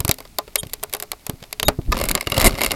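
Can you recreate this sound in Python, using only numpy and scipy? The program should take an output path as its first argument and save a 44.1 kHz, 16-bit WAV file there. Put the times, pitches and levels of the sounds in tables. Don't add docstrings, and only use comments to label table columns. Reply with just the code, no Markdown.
import sys
import numpy as np
from scipy import signal
from scipy.fft import rfft, irfft, next_fast_len
from scipy.io import wavfile

SR = 44100
rng = np.random.default_rng(int(sys.argv[2]) if len(sys.argv) > 2 else 0)


def pcm_store(signal):
    levels = np.round(np.clip(np.atleast_2d(signal), -1, 1) * 32767)
    wavfile.write(sys.argv[1], SR, levels.astype(np.int16).T)


N = 121275
COVER_FROM_S, COVER_FULL_S = 1.93, 1.98
# start in seconds, level in dB, body and treble offsets in dB.
HAIR_SNAPS = [(.0038,-26,-2,5),(0.0486,-24,-2.5,4),(0.0792,-26,-2.5,4.5),(0.092,-16,-3.5,0),(0.1121,-13.5,-15,3),(0.1413,-37.5,-15,4),(0.1847,-35,-3.5,-2),(0.2036,-37.5,3.5,0),(0.252,-41.5,1,-9),
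              (.3853,-19,-5,0.5),(.478,-43.5,7,-6),(0.5565,-12.5,-10,3.5),(0.6319,-30.5,-4,-7.5),(0.6685,-42.5,-12,2),(.6967,-43.5,-14,-2),(.734,-26,-16,2.5),(.737,-29.5,-5,5.5),(.829,-37.5,7,5),
              (0.8351,-26.5,0,8.5),(.896,-42,-9,-1),(0.9276,-31.5,-6,1),(0.9361,-22,-5.5,3.5),(.948,-28.5,3.5,4.5),(.967,-39,1,3),(0.9999,-29.5,-8,1.5),(1.0243,-27.5,-1.5,5),(1.0339,-41.5,3,4),(1.117,-25,-8,2),
              (1.1318,-42.5,8.5,-11),(1.266,-30,-3.5,4.5),(1.2958,-26.5,-0.5,1.5),(1.426,-36,-2.5,-10),(1.4382,-35,-7.5,-13),(1.5272,-23.5,-13.5,-1.5),(1.5978,-18.5,-10.5,-2.5),(1.6293,-16.5,-7,-4),
              (1.6825,-12.5,1,0.5),(1.6865,-21,6,0),(1.9199,-25.5,-4,-1.5),(1.9247,-19,-6.5,-13),(1.9553,-32,-8,-14),(1.9682,-26,0,-8),(1.9775,-26.5,-4,-3),(1.9888,-26.5,-4,-3),(1.9992,-30,7,0.5),
              (2.0133,-22.5,3,-2),(2.0389,-30.5,2,10.5),(2.054,-31,-3,6),(2.0871,-19.5,-8,0),(2.0939,-23,-11,4),(2.1124,-18.5,-12,4),(2.1512,-12.5,-2.5,0),(2.176,-24,1,-15),
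              (2.2092,-23,-7,-1),(2.271,-20,-1,-8),(2.3,-29.5,-21,2),(2.3199,-17.5,1,-7),(2.3428,-21.5,-5.5,-5.5),(2.3668,-20.5,-11,-7),(2.3793,-18.5,0,0),(2.3995,-18.5,-5,1),
              (2.4145,-18,-7,3),(2.426,-23,0,-4),(2.4435,-16.5,-0.5,4),(2.447,-21,2,8),(2.4527,-18.5,2,4),(2.5074,-28.5,-13,-12),(2.552,-28.5,-3.5,-17),(2.616,-16.5,-1.5,-1),
              (2.625,-28,-2,-17),(2.6351,-16,-7,-2),(2.6461,-20,-6,0),(2.662,-17.5,-10.5,-0.5),(2.708,-20.5,-3.5,-14),(2.7167,-18.5,-7,1)]


def hair_snaps():
    # low and high edge in Hz, gain in dB, t60 in seconds,
    # tail level in dB, tail t60 in seconds.
    bands = [(316, 1513, 0.5, 0.037, -14, 0.13), (1610, 5590, 1.5, 0.017, -17.5, 0.066),
             (5570, 16700, 2.5, 0.0076, -30, 0.049)]
    out, t = np.zeros(N), np.arange(SR // 8) / SR
    hold_s = 0.0015
    for band, (low, high, gain_db, t60, tail_db, tail_t60) in enumerate(bands):
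        shape = np.hypot(burst(t, hold_s, t60), amp(tail_db) * burst(t, hold_s, tail_t60))
        power = np.zeros(N)
        for s, db, body_db, treble_db in HAIR_SNAPS:
            offset_db = (body_db, 0, treble_db)[band]
            add(power, s, (amp(db + gain_db + offset_db) * shape) ** 2)
        bandpass = signal.butter(3, [low, high], "band", fs=SR, output="sos")
        out += np.sqrt(power) * unit(signal.sosfilt(bandpass, rng.standard_normal(N)))
    return out


def fur_rub():
    # time in seconds, bristle level in dB, body level in dB.
    drag = [(1.94, -60, -29.5), (1.99, -34, -35), (2.06, -31.5, -30.5), (2.1, -53, -30.5), (2.16, -59, -35),
            (2.2, -43, -43), (2.26, -48, -48), (2.31, -42, -44), (2.38, -27, -21), (2.44, -29, -22),
            (2.5, -36, -30), (2.57, -36, -34), (2.62, -28, -29.5), (2.67, -34, -32.5), (2.7, -35.5, -38),
            (2.72, -29, -29), (2.75, -47, -36)]
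    # frequency in Hz, level in dB.
    bristle_colour = [(300, -5), (1150, -1), (1700, -7), (2200, 2), (2850, -0.5), (3400, -3), (5100, -1.5),
                      (6200, -12), (8500, -12), (12000, -11.5), (16000, -18)]
    # centre in Hz, width in Hz, gain in dB.
    hollow = [(100, 48, -6.5), (232, 36, 0), (285, 50, 0), (388, 40, -1), (535, 48, 2.5), (625, 70, -5),
              (900, 77, -15), (1130, 60, -8)]
    bristle_db, body_db = curves(drag)
    contact = np.clip((np.arange(N) / SR - drag[0][0]) / 0.02 + 1, 0, 1)
    smooth_share = 0.18
    slips = np.sqrt(smooth_share + (1 - smooth_share) * grains(per_s=200) ** 2)
    bristle = amp(bristle_db - 0.5) * slips * noise(bristle_colour)
    friction = slips * rng.standard_normal(N)
    body = amp(body_db + 1.5) * unit(filtered(friction, lambda f: resonances(hollow, f)))
    stray_hairs = amp(-60) * grains(per_s=90) * noise(bristle_colour)
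    return hair_colour(contact * bristle + stray_hairs) + contact * body


def tuft_scrape():
    # frequency in Hz, level in dB.
    colour = [(60, 12), (250, 5), (400, 1), (540, 3), (1200, -3), (1600, -9), (2050, 4), (2600, -5.5),
              (4500, -4), (6000, -5.5), (9000, -3), (11500, -5), (16000, -13)]
    start_s = 2.459
    return amp(-9) * burst(np.arange(N) / SR - start_s, hold_s=0.015, t60=0.039) * noise(colour)


def tuft_twangs():
    # start in seconds, level in dB, pitch in Hz.
    tufts = [(2.271, -15, 2830), (2.32, -12, 2830), (2.343, -17, 2830), (2.366, -21, 2780),
             (2.4, -13, 2080), (2.415, -16, 2140), (2.426, -16, 2040), (2.616, -14, 2180),
             (2.707, -18, 2800)]
    out, t = np.zeros(N), np.arange(SR // 10) / SR
    for s, db, hz in tufts:
        add(out, s, amp(db) * ring(t, hz, t60=0.028))
    return out


def muzzle_bumps():
    # time in seconds, level in dB, pitch in Hz.
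    bumps = [(.007, -15.5, 86.4), (.052, -13.5, 90), (.094, -9.5, 109.5), (.635, -22.5, 127),
             (.666, -26.5, 111), (1.297, -16.5, 132), (1.339, -25.5, 105), (1.425, -31.5, 127),
             (1.632, -20.5, 132), (1.686, -7, 146), (1.791, -11.5, 120), (1.88, -20.5, 80.5),
             (1.894, -11, 39.7), (2.155, -16, 156), (2.274, -19, 92.4), (2.324, -18, 110), (2.382, -12, 96),
             (2.466, -10, 36), (2.474, -7, 124), (2.541, -17.5, 110)]
    # frequency in Hz, level in dB.
    shake_colour = [(40, -6.5), (150, -19), (280, -1.5), (600, -18), (1000, -31), (3000, -55)]
    rise_cycles, fall_cycles = 0.42, 0.47
    shake_t60, hum_hz = 0.063, 259.5
    out, t = np.zeros(N), np.arange(-SR // 10, SR // 3) / SR
    for s, db, hz in bumps:
        cycles = t * hz
        rise = np.exp(-(np.minimum(cycles, 0) / rise_cycles) ** 2)
        swing = np.sin(2 * np.pi * cycles) * np.exp(-(np.maximum(cycles, 0) / fall_cycles) ** 2)
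        shake = amp(-12 - 60 * np.maximum(t, 0) / shake_t60) * noise(shake_colour, size=len(t))
        hum = amp(-26) * ring(t, hum_hz, t60=0.33)
        hardness = 2 * hz / hum_hz
        add(out, s + t[0], amp(db) * rise * (swing + hardness * (shake + hum)))
    return out


def muzzle_knocks():
    # start in seconds, level in dB, pitch of the contact in Hz.
    knocks = [(.094, -15, 600), (.386, -11.5, 1000), (.836, -26, 520), (1.6835, -4, 640), (1.789, -24, 450),
              (2.152, -18, 420), (2.272, -21, 500), (2.321, -17.5, 450), (2.381, -18, 330)]
    # frequency in Hz, level in dB, t60 in seconds.
    modes = [(295, -6, .045), (415, -7.5, .045), (570, -4, .036), (640, -3, .04), (715, -3, .048),
             (835, -6.5, .055), (1030, -9, .07), (1200, -7, .06), (1450, -6, .034), (1900, -1, .024)]
    below_db_per_octave, above_db_per_octave = 6, 13
    out, t = np.zeros(N), np.arange(SR // 5) / SR
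    attack = 1 - np.exp(-t / 0.0015)
    for s, db, contact_hz in knocks:
        for hz, mode_db, t60 in modes:
            octaves = np.log2(hz / contact_hz)
            loss_db = max(above_db_per_octave * octaves, -below_db_per_octave * octaves)
            level_db = db + mode_db - loss_db + rng.normal(0, 1)
            tone = np.sin(2 * np.pi * (hz * t + rng.random()))
            add(out, s, amp(level_db - 60 * t / t60) * attack * tone)
    return out


def muzzle_squeak():
    # frequency in Hz, level in dB.
    partials = [(1020, -18.5), (1215, -14.5), (1750, -24)]
    grit_colour = [(300, -8), (1300, -7), (3000, -3), (5500, 5), (8000, -30), (16000, -31)]
    peak_s, rise_s, fall_s = 1.929, 0.0076, 0.0066
    t = np.arange(N) / SR - peak_s
    swell = np.exp(-(t / np.where(t < 0, rise_s, fall_s)) ** 2)
    tone = sum(amp(db) * np.sin(2 * np.pi * hz * t) for hz, db in partials)
    return swell * (tone + amp(-26.5) * noise(grit_colour))


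def hair_colour(x):
    # centre in Hz,
    # width in Hz, gain in dB.
    free_modes = [(415, 50, -9), (600, 120, -4), (1100, 200, -13), (2260, 370, -6), (3770, 270, -3),
                  (4580, 390, -4), (7110, 520, -8.5), (11660, 1180, 3.5)]
    covered_modes = [(380, 70, -2), (565, 70, 1), (1130, 150, -1.5), (2130, 190, 7.5), (2780, 240, 0),
                     (3920, 260, -1.5), (4450, 280, -2.5), (5120, 260, -5), (7200, 800, -5),
                     (9300, 1000, -2), (11400, 1400, 3)]
    # frequency in Hz, gain in dB.
    port_colour = [(100, 0), (700, 1), (1000, -1), (1700, -3.5), (2500, -1), (4800, -1.5), (6000, -2.5),
                   (8000, 1), (12000, -1.5), (14500, -2), (16000, -22)]
    cover = np.clip((np.arange(N) / SR - COVER_FROM_S) / (COVER_FULL_S - COVER_FROM_S), 0, 1)
    free = filtered(x * (1 - cover), lambda f: 1 + resonances(free_modes, f))
    covered = filtered(x * cover, lambda f: amp(-4) + resonances(covered_modes, f))
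    return coloured(free + covered, port_colour)


def panel_ring():
    out, t = np.zeros(N), np.arange(SR // 4) / SR
    for s, db, body_db, _ in HAIR_SNAPS:
        if s < COVER_FROM_S:
            add(out, s, amp(db + body_db / 2 - 13.5) * ring(t, hz=424, t60=0.19))
    return out


def port_rumble():
    # time in seconds, level in dB.
    press = [(0, -42), (.12, -40), (.2, -47), (.9, -45), (1.2, -51), (1.58, -50), (1.68, -20.5),
             (1.75, -43), (1.85, -36.5), (1.91, -18.5), (1.97, -28), (2.06, -24), (2.16, -28), (2.24, -53),
             (2.33, -30.5), (2.4, -21), (2.47, -17.5), (2.52, -28), (2.62, -34), (2.75, -31)]
    # frequency in Hz, level in dB.
    colour = [(10, -13), (24, -2.5), (35, 0), (52, -8), (90, -10.5), (150, -14), (300, -22), (800, -61)]
    press_db, = curves(press)
    return amp(press_db - 1.5) * noise(colour)


def treble_flickers():
    # midpoint in seconds, length in seconds, pitch in Hz, level in dB.
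    flickers = [(0.595, 0.027, 3230, -33), (0.594, 0.025, 3660, -35.5), (0.595, 0.027, 7000, -37),
                (0.596, 0.026, 8700, -28), (.595, 0.027, 11240, -27), (1.667, 0.029, 3760, -30.5),
                (1.666, 0.03, 6770, -36.5), (1.66, 0.025, 11550, -36)]
    width_hz = 70
    out, t = np.zeros(N), np.arange(N) / SR
    for s, length, hz, db in flickers:
        band = filtered(rng.standard_normal(N), lambda f: np.exp(-((f - hz) / width_hz) ** 2 / 2))
        window = np.exp(-(2 * (t - s) / length) ** 4)
        out += amp(db) * window * unit(band)
    return out


def background_hiss():
    # frequency in Hz, level in dB.
    colour = [(15, 6), (28, 0), (55, -3), (110, -6), (220, -12), (410, -8), (500, -16), (640, -9),
              (1000, -14.5), (1650, -18), (2150, -14), (3100, -18.5), (4200, -16.5), (6500, -19),
              (14000, -20), (16000, -25)]
    return amp(-51.5) * noise(colour)


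def amp(db):
    return 10 ** (np.asarray(db) / 20)


def unit(x):
    return x / np.sqrt(np.mean(x ** 2) + 1e-20)


def add(track, s, sound):
    i = round(s * SR)
    part = sound[max(-i, 0):max(N - i, 0)]
    track[max(i, 0):][:len(part)] += part


def filtered(x, response):
    size = next_fast_len(len(x) + 8192)
    return irfft(rfft(x, size) * response(np.fft.rfftfreq(size, 1 / SR)), size)[:len(x)]


def coloured(x, points):
    f, db = np.transpose(points)
    return filtered(x, lambda hz: amp(np.interp(np.log(hz + 1), np.log(f), db)))


def resonances(modes, f):
    return sum(amp(db) * 1j * f * width / (hz * hz - f * f + 1j * f * width) for hz, width, db in modes)


def noise(points, size=N):
    return unit(coloured(rng.standard_normal(size), points))


def curves(rows):
    s, *columns = np.transpose(rows)
    return [np.interp(np.arange(N) / SR, s, column) for column in columns]


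def burst(t, hold_s, t60):
    return np.clip(t / 0.00042, 0, 1) * amp(-60 * np.maximum(t - hold_s, 0) / t60)


def ring(t, hz, t60):
    return burst(t, 0, t60) * np.sin(2 * np.pi * hz * t)


def grains(per_s):
    spread_db, decay_s = 6, 0.002
    onsets = rng.random(N) < per_s / SR
    sizes = amp(spread_db * np.clip(rng.standard_normal(N), -2, 2))
    power = signal.lfilter([1], [1, -np.exp(-2 / (decay_s * SR))], onsets * sizes ** 2)
    return unit(np.sqrt(power))


def scene():
    fur = hair_colour(hair_snaps() + tuft_scrape()) + panel_ring() + tuft_twangs() + fur_rub()
    muzzle = muzzle_bumps() + muzzle_knocks() + muzzle_squeak()
    return (fur + muzzle + treble_flickers() + port_rumble() + background_hiss())[None]


def record(dry):
    ceiling, top_hz = 0.93, 16500
    clipped = dry[0] / (1 + np.abs(dry[0] / ceiling) ** 6) ** (1 / 6)
    return filtered(clipped, lambda hz: hz < top_hz)[None]


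dry = scene()
out = record(dry)
pcm_store(out)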